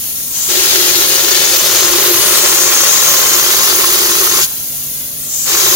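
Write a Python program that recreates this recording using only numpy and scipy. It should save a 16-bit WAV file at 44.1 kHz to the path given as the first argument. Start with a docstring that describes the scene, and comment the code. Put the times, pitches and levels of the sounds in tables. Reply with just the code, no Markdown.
"""A nozzle's steady air leak hisses over a far-off compressor hum; then a hopper gun's bare jet opens and
wet texture is sprayed onto a concrete column. It stops for about a second and starts again.
Air is filtered noise and gliding humps; shredded mud adds hiss, ring, mist, spatter and hopper roar.
The moving gun shifts the layers between two microphones, over echoes from a hard floor and walls.
"""
import sys
import numpy as np
from scipy import signal
from scipy.fft import rfft, irfft, next_fast_len
from scipy.io import wavfile

SR = 44100
rng = np.random.default_rng(int(sys.argv[2]) if len(sys.argv) > 2 else 0)


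def wav_record(signal):
    """Record a signal, one row per channel, as 16-bit PCM in the file named by sys.argv[1]."""
    frames = np.transpose(np.atleast_2d(signal))
    bounded = np.clip(frames, -1, 1)
    # unit amplitude maps onto the largest positive 16-bit level
    quanta = np.round(bounded * 32767).astype(np.int16)
    wavfile.write(sys.argv[1], SR, quanta)


N = 253971
TIME = np.arange(N) / SR

# Colours of the air and mud, as relative spectra: pitch_hz, left_db, right_db
LEAK_COLOUR = [(715, -17, -20.5), (1400, -20, -21.5), (2380, -17, -19), (3560, -11, -14.5), (5370, -9, -17),
               (6720, -1.5, -11), (7800, -15, -12.5), (9000, -9, -10), (10700, -5.5, -7.5),
               (13600, -4.5, -4.5), (14500, -2.5, 1)]
HISS_COLOUR = [(1270, -10, -13), (2300, -7.5, -11), (3140, -1, -3.5), (4460, 1, -4), (5440, 0, -6.5),
               (6900, -14.5, -18), (8340, -14, -5), (9700, -13, -11.5), (12100, -34, -11)]
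NOZZLE_COLOUR = [(4740, -17, -29), (5800, -5, -6), (6550, 2, -9), (6780, 2.5, -11), (7560, -16.5, -4),
                 (7800, -22, -12)]
MIST_COLOUR = [(7000, -20, -34), (8940, -4, -33), (10240, -4, -3), (11300, -7.5, -0.5), (12500, 0, -0.5),
               (13500, -2, -7.5), (15100, -8, 4.5), (15900, -12, 3)]
SPATTER_COLOUR = [(432, -4, -2.5), (730, -4.5, -6.5), (840, 2, -3.5), (1220, -8, -12.5), (1400, 1.5, 2),
                  (1570, -0.5, -7), (1780, 1.5, -1.5), (2530, 0, -9.5), (4000, -15, -6.5), (9000, -38, -10)]
# Cavity modes with a steep lower edge and a long upper skirt: pitch_hz, relative_db
HOPPER_COLOUR = [(280, -28), (315, -19), (345, 1.5), (385, -3), (430, -8.5), (480, -16.5), (600, -26)]
HOPPER_UPPER_COLOUR = [(470, -15), (495, -12.5), (518, 5.5), (550, -3.5), (595, 1), (690, -15), (900, -31)]
GAP_COLOUR = [(950, -20), (1020, -1), (1062, 3.5), (1130, -2.5), (1300, -2), (1600, -13)]
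# Low turbulence of the blast, and rumble of the building: pitch_hz, relative_db
BLAST_COLOUR = [(15, -5), (40, -7), (100, -2), (200, -3), (300, -4), (400, -2.5)]
RUMBLE_COLOUR = [(15, -12), (30, -6), (60, 0), (130, -1.5), (190, -3.5), (260, -2.5), (350, -10), (480, -7),
                 (640, -11), (1000, -39), (2000, -33)]
# Compressor lines, before wavering and load: pitch_hz, rms_db
HUM_LINES = [(145.8, -46.5), (241.5, -50.5), (296, -53.5), (441.4, -58), (586.8, -57), (608.3, -71)]
# Load on the compressor, added to its lowest line: time_s, offset_db
LOAD_CURVE = [(0, 0.5), (3, -6), (4.4, 3.5), (5.55, 0), (5.76, 13.5)]
# Level of the leak as the gun turns, before swell and flicker: time_s, level_db
LEAK_CURVE = [(0, -18), (4.5, -19), (4.8, -18.5), (5.15, -21), (5.76, -17)]
# Pulls of the trigger: air valve opens valve_s, mud arrives mud_s, let go stop_s,
# flow that spits ahead of the mud spit_share (0-1), flow that comes at once as a first gob gob_share (0-1)
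TRIGGER_PULLS = [(0.327, 0.479, 4.445, 0.22, 0.58), (5.272, 5.455, 6.0, 0.046, 0.4)]
# Swing of the gun across the column: time_s, bearing (0 at the start to 1 at the far end)
BEARING_CURVE = [(.7, 0), (1.5, .25), (2.4, .8), (3, .8), (3.6, 1), (4.4, 1), (4.9, .6), (5.3, .65),
                 (5.6, .95)]
# Levels at full feed of the hopper's roar, its upper mode and the nozzle's ring: time_s, level_db
ROAR_CURVE = [(.7, -24.5), (1.65, -28), (2.05, -21.5), (2.55, -28.5), (3.08, -33), (3.25, -30),
              (3.8, -27.5), (4.4, -26), (5.76, -27.5)]
UPPER_CURVE = [(.6, -31.5), (1.5, -30.5), (2.15, -28.5), (3.2, -31.5), (4.2, -37.5), (5.6, -34.5)]
RING_CURVE = [(.5, -17.5), (1.85, -14.5), (2.1, -17), (2.6, -13.5), (3.05, -13), (3.8, -16), (5.76, -14)]
# Reflection off the floor: time_s, delay_ms
FLOOR_ECHO = [(.7, 3.05), (4.3, 1.47), (5, 1.4), (5.76, 1.9)]

# Time constants (s): valve opening, mud building up, first gob bursting out, valve shutting
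VALVE_S, MUD_ATTACK_S, GOB_S, SHUT_S = .016, .055, .008, .007
# On release the coarse mud gives out ahead of the air, and more gently
WET_EARLY_S, WET_SHUT_S = .031, .016
MIST_BUILD_S = .075
# After the valve shuts, a share of the flow dribbles on and dies away
DRIBBLE_SHARE, DRIBBLE_S = .21, .11

# The bare jet's hump with the valve shut and open; mud in the nozzle chokes it
JET_SHUT_HZ, JET_OPEN_HZ = 11300, 6920
JET_SHUT_DB, JET_OPEN_DB, CHOKE_DB, CHOKE_S = -32.5, -23.5, -18, .2
# The hump already falls while the trigger is squeezed
SQUEEZE_S = .13
# The open valve makes the leak swell until the mud fills the nozzle
SWELL_DB, SWELL_S, SWELL_FADE_S = 6, .25, .63

# Pairs at bearing 0 and 1: layer levels at full feed, and how far the jet leans left over right
HISS_DB, MIST_DB = (-14, -15.5), (-15, -12)
SPATTER_DB, GAP_DB = (-22.5, -21), (-33.5, -24)
JET_LEFT_DB = (1.4, -.1)
# Pairs at bearing 0 and 1: how much later the left microphone hears each sound
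JET_LAG_MS, SPATTER_LAG_MS, ROAR_LAG_MS = (-.1, .18), (-.27, .14), (-.34, -.19)
# Likeness of each noise at the two microphones (0-1)
JET_LIKENESS, SPATTER_LIKENESS = .62, .62
# Share of the upper mode's swing in dB that the spatter and its gap resonance follow
SPATTER_FOLLOWS = .29

# The nozzle swings past once: when it faces the microphones, and its turns in and out
FACING_S, TURN_IN_S, TURN_OUT_S = 2.8, .75, .9
# Pitch and level of its beam at that moment; the beam fades as the gun moves on
FACING_HZ, BEAM_DB, BEAM_FADE_DB_PER_S = 6660, -26.5, 13

# Strength of the floor's reflection (gain, left and right), and the upper edge of the spectrum
FLOOR_SHARES = (.3, .16)
CUTOFF_HZ = 15800


def from_db(db):
    """Decibels to gain."""
    return 10 ** (np.asarray(db) / 20)


def rms_one(x):
    """Scale to unit rms."""
    return x / np.sqrt(np.mean(x ** 2) + 1e-20)


def curve(rows):
    """A two-column table of times and values, drawn out to every sample."""
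    times, values = np.transpose(rows)
    return np.interp(TIME, times, values)


def by_bearing(ends):
    """A quantity that moves between two values as the gun swings."""
    return ends[0] + (ends[1] - ends[0]) * curve(BEARING_CURVE)


def rise(start_s, time_s):
    """Settle exponentially from 0 towards 1 after a start."""
    return 1 - np.exp(-np.maximum(TIME - start_s, 0) / time_s)


def drift(rate):
    """Slow random wander of rms 1, changing about rate times a second."""
    # made at a tenth of the sample rate; the filter's warm-up is dropped
    pole = np.exp(-2 * np.pi * rate * 10 / SR)
    noise = rng.standard_normal(N // 10 + 8002)
    slow = signal.lfilter([1], [1, -2 * pole, pole * pole], noise)[8000:]
    return np.interp(np.arange(N) / 10, np.arange(len(slow)), rms_one(slow))


def pair(likeness):
    """White noise at the two microphones, partly shared."""
    mid, side = rng.standard_normal((2, N))
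    return np.sqrt((1 + likeness) / 2) * mid + np.sqrt((1 - likeness) / 2) * side * [[1], [-1]]


def colour(x, points):
    """Give a stereo sound a spectrum (one column, or one a side) and scale it to rms 1."""
    size = next_fast_len(N)
    log_hz = np.log(np.maximum(np.arange(size // 2 + 1) * SR / size, 1))
    hz, *sides = np.transpose(points)
    # beyond the ends the spectrum falls away steeply
    outside = np.abs(log_hz - np.clip(log_hz, np.log(hz[0]), np.log(hz[-1])))
    gains = from_db([np.interp(log_hz, np.log(hz), side) - 40 * outside for side in sides])
    return rms_one(irfft(rfft(x, size) * gains, size)[:, :N])


def panned(x, left_db):
    """Lean a sound to the left, by a steady or a moving amount."""
    return np.array([x[0] * from_db(left_db / 2), x[1] * from_db(-left_db / 2)])


def hump(hz, level_db, width_hz, left_db):
    """Turbulence in a broad resonance whose centre glides: slow noise on a moving carrier."""
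    lowpass = signal.butter(2, width_hz / 2, fs=SR, output="sos")
    in_phase, quadrature = signal.sosfilt(lowpass, [pair(.18), pair(.2)])
    phase = 2 * np.pi * np.cumsum(hz) / SR
    turbulence = in_phase * np.cos(phase) + quadrature * np.sin(phase)
    return panned(from_db(level_db) * rms_one(turbulence), left_db)


def jet_hump():
    """Bare jet's centre and level, and the leak's swell: squeeze lowers it, valve lifts it, mud chokes it."""
    hz, level_db, swell_db = JET_SHUT_HZ, JET_SHUT_DB, 0
    for valve_s, mud_s, stop_s, *_ in TRIGGER_PULLS:
        held = 1 - rise(stop_s, SHUT_S)
        squeeze = np.clip(1 + (TIME - valve_s - VALVE_S) / SQUEEZE_S, 0, 1)
        opening_db = (JET_OPEN_DB - JET_SHUT_DB) * rise(valve_s, VALVE_S)
        choking_db = CHOKE_DB * rise(mud_s, CHOKE_S)
        hz = hz + held * squeeze * (JET_OPEN_HZ - JET_SHUT_HZ)
        level_db = level_db + held * (opening_db + choking_db)
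        swell_db = swell_db + held * SWELL_DB * rise(valve_s, SWELL_S) * (1 - rise(mud_s, SWELL_FADE_S))
    return hz, level_db, swell_db


def air():
    """The nozzle's steady leak and the jet that opens ahead of the mud: a narrow hump on a broad one."""
    hz, level_db, swell_db = jet_hump()
    leak_db = curve(LEAK_CURVE) + swell_db + .5 * drift(18)
    leak = from_db(leak_db) * colour(pair(.056), LEAK_COLOUR)
    narrow = hump(hz, level_db + 4, width_hz=1600, left_db=3.5)
    broad = hump(hz, level_db - 4, width_hz=3100, left_db=2.5)
    return leak + (narrow + broad) * from_db(drift(25))


def compressor():
    """Wavering motor lines over the building's dull rumble; the lowest line swells with the load."""
    lines = 0
    for k, (hz, level_db) in enumerate(HUM_LINES):
        phase = 2 * np.pi * np.cumsum(hz * (1 + .00445 * drift(3))) / SR
        line_db = level_db + 2 * drift(1.3)
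        if k == 0:
            line_db = line_db + curve(LOAD_CURVE)
        lines = lines + from_db(line_db) * np.sqrt(2) * np.sin(phase)
    return lines + from_db(-41.5) * colour(pair(.74), RUMBLE_COLOUR)


def mud_feed(early_s, shut_s):
    """Flow through the nozzle, 0-1: each pull spits a little, builds up, is shut off and dribbles."""
    feed = 0
    for valve_s, mud_s, stop_s, spit, gob in TRIGGER_PULLS:
        first = spit * rise(valve_s, VALVE_S) + gob * rise(mud_s, GOB_S)
        opened = first + (1 - spit - gob) * rise(mud_s, MUD_ATTACK_S)
        end_s = stop_s - early_s
        shut = (1 - DRIBBLE_SHARE) * rise(end_s, shut_s) + DRIBBLE_SHARE * rise(end_s, DRIBBLE_S)
        feed = feed + opened * (1 - shut)
    return feed


def blobs(per_s, spread_db, burst_s):
    """Blobs of mud tear off at random, each a brief burst of its own size: an envelope of rms 1."""
    sizes = from_db(spread_db * np.minimum(rng.exponential(1, N), 3))
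    born = rng.random(N) < per_s / SR
    power = signal.lfilter([1], [1, -np.exp(-1 / (burst_s * SR))], born * sizes ** 2 + 1e-12)
    return np.sqrt(power / power.mean())


def grainy(bursts, share):
    """Envelope of a flow of which a share of the power comes in bursts."""
    return np.sqrt(1 - share + share * bursts ** 2)


def jet_hiss(surge, bursts):
    """Air shredding the mud: broadband noise that surges and sputters with the flow."""
    level_db = by_bearing(HISS_DB) + surge + .52 * drift(13)
    return from_db(level_db) * colour(pair(JET_LIKENESS) * grainy(bursts, share=.22), HISS_COLOUR)


def nozzle_ring():
    """The nozzle's resonances ring in the flow and flutter in level."""
    level_db = curve(RING_CURVE) + 1.44 * drift(60)
    return from_db(level_db) * colour(pair(JET_LIKENESS), NOZZLE_COLOUR)


def shimmer(x, split_hz, depth_db, rate):
    """The jet beams its treble unevenly: the parts below and above a split waver on their own."""
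    lower = signal.sosfiltfilt(signal.butter(2, split_hz, fs=SR, output="sos"), x)
    return lower * from_db(depth_db * drift(rate)) + (x - lower) * from_db(depth_db * drift(rate))


def fine_mist():
    """Fine droplets in the jet: a high, shimmering noise."""
    mist = colour(pair(JET_LIKENESS), MIST_COLOUR)
    return from_db(by_bearing(MIST_DB)) * shimmer(mist, split_hz=12600, depth_db=1.58, rate=32)


def misting(feed):
    """The fine mist takes a moment to build up but stops with the flow."""
    keep = np.exp(-1 / (MIST_BUILD_S * SR))
    return np.minimum(feed, signal.lfilter([1 - keep], [1, -keep], feed))


def spatter_on_column(splashes, upper_db):
    """Mud bursts on the column, with a gap resonance; both partly follow the hopper's upper mode."""
    swing_db = SPATTER_FOLLOWS * (upper_db - upper_db.mean())
    spatter = colour(pair(SPATTER_LIKENESS) * splashes, SPATTER_COLOUR)
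    gap = panned(colour(pair(SPATTER_LIKENESS) * splashes, GAP_COLOUR), left_db=2)
    return from_db(by_bearing(SPATTER_DB) + swing_db) * spatter + from_db(by_bearing(GAP_DB) + swing_db) * gap


def hopper_roar(bursts, splashes, upper_db):
    """The sputtering flow drives the hopper's cavity modes."""
    # the lowest mode rings longest and evens out the bursts
    lowest = colour(pair(.88) * grainy(bursts, share=.066), HOPPER_COLOUR)
    upper = colour(pair(.76) * splashes, HOPPER_UPPER_COLOUR)
    return from_db(curve(ROAR_CURVE)) * panned(lowest, left_db=2) + from_db(upper_db) * panned(upper, left_db=2.5)


def low_blast():
    """Low turbulence of the blast: steady dark noise."""
    return from_db(-36.5) * panned(colour(pair(.32), BLAST_COLOUR), left_db=1.7)


def nozzle_pass():
    """The nozzle swings past: its beam's hump sinks to its lowest pitch when facing us, then climbs."""
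    angle = (TIME - FACING_S) / np.where(TIME < FACING_S, TURN_IN_S, TURN_OUT_S)
    hz = FACING_HZ * (1 + np.minimum(angle ** 2, 2))
    level_db = BEAM_DB - BEAM_FADE_DB_PER_S * (TIME - FACING_S)
    in_beam = 1 / (1 + angle ** 16)
    return in_beam * hump(hz, level_db, width_hz=3100, left_db=8.5)


def spray(feed, wet):
    """One uneven flow of air and mud drives the jet, the spatter and the roar."""
    upper_db = curve(UPPER_CURVE)
    surge = drift(37)
    bursts = blobs(per_s=420, spread_db=3, burst_s=.00097)
    splashes = grainy(bursts, share=.59) * from_db(.12 * surge)
    jet = feed * (jet_hiss(surge, bursts) + nozzle_ring() + nozzle_pass()) + misting(feed) * fine_mist()
    spatter = wet * spatter_on_column(splashes, upper_db)
    # the hopper only speaks at full feed: it starts last and stops first
    roar = wet ** 2 * hopper_roar(bursts, splashes, upper_db) + feed * low_blast()
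    return jet, spatter, roar


def finer(x):
    """Four times the samples, so that delays keep the treble intact."""
    return signal.resample_poly(x, 4, 1, axis=1)


def delayed(fine, delay_ms):
    """Each side of a finely sampled sound, read a moving time earlier."""
    earlier = 4 * (np.arange(N) - np.broadcast_to(delay_ms, (2, N)) * SR / 1000)
    return np.array([np.interp(at, np.arange(len(side)), side) for side, at in zip(fine, earlier)])


def off_axis(x, lags_ms):
    """A source to one side reaches one microphone first."""
    return delayed(finer(x), by_bearing(lags_ms) * np.array([[.5], [-.5]]))


def among_walls(x, wall_share, swing_ms, count=3):
    """Floor, column and walls reflect the jet; their combs swirl as the gun moves."""
    floor, fine = np.array(FLOOR_SHARES)[:, None], finer(x)
    out = x + floor * delayed(fine, curve(FLOOR_ECHO))
    for path_ms in np.geomspace(2.1, 7, count):
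        wander_ms = swing_ms * np.array([drift(.2587), drift(.2414)])
        side_paths_ms = path_ms * rng.uniform(.85, 1.15, (2, 1))
        out = out + wall_share * delayed(fine, side_paths_ms + wander_ms)
    return out / np.sqrt(1 + floor ** 2 + count * wall_share ** 2)


def scene():
    """The jet between floor and column, spatter on the column, the hopper's roar, the compressor behind."""
    jet, spatter, roar = spray(feed=mud_feed(0, SHUT_S), wet=mud_feed(WET_EARLY_S, WET_SHUT_S))
    direct = panned(off_axis(jet + air(), JET_LAG_MS), by_bearing(JET_LEFT_DB))
    gun = among_walls(direct, wall_share=.49, swing_ms=.5985)
    return gun + off_axis(spatter, SPATTER_LAG_MS) + off_axis(roar, ROAR_LAG_MS) + compressor()


def record(dry):
    """The top of the spectrum is cut off steeply."""
    size = next_fast_len(N)
    passed = np.arange(size // 2 + 1) * SR / size < CUTOFF_HZ
    return irfft(rfft(dry, size) * passed, size)[:, :N]


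dry = scene()
out = record(dry)
wav_record(out)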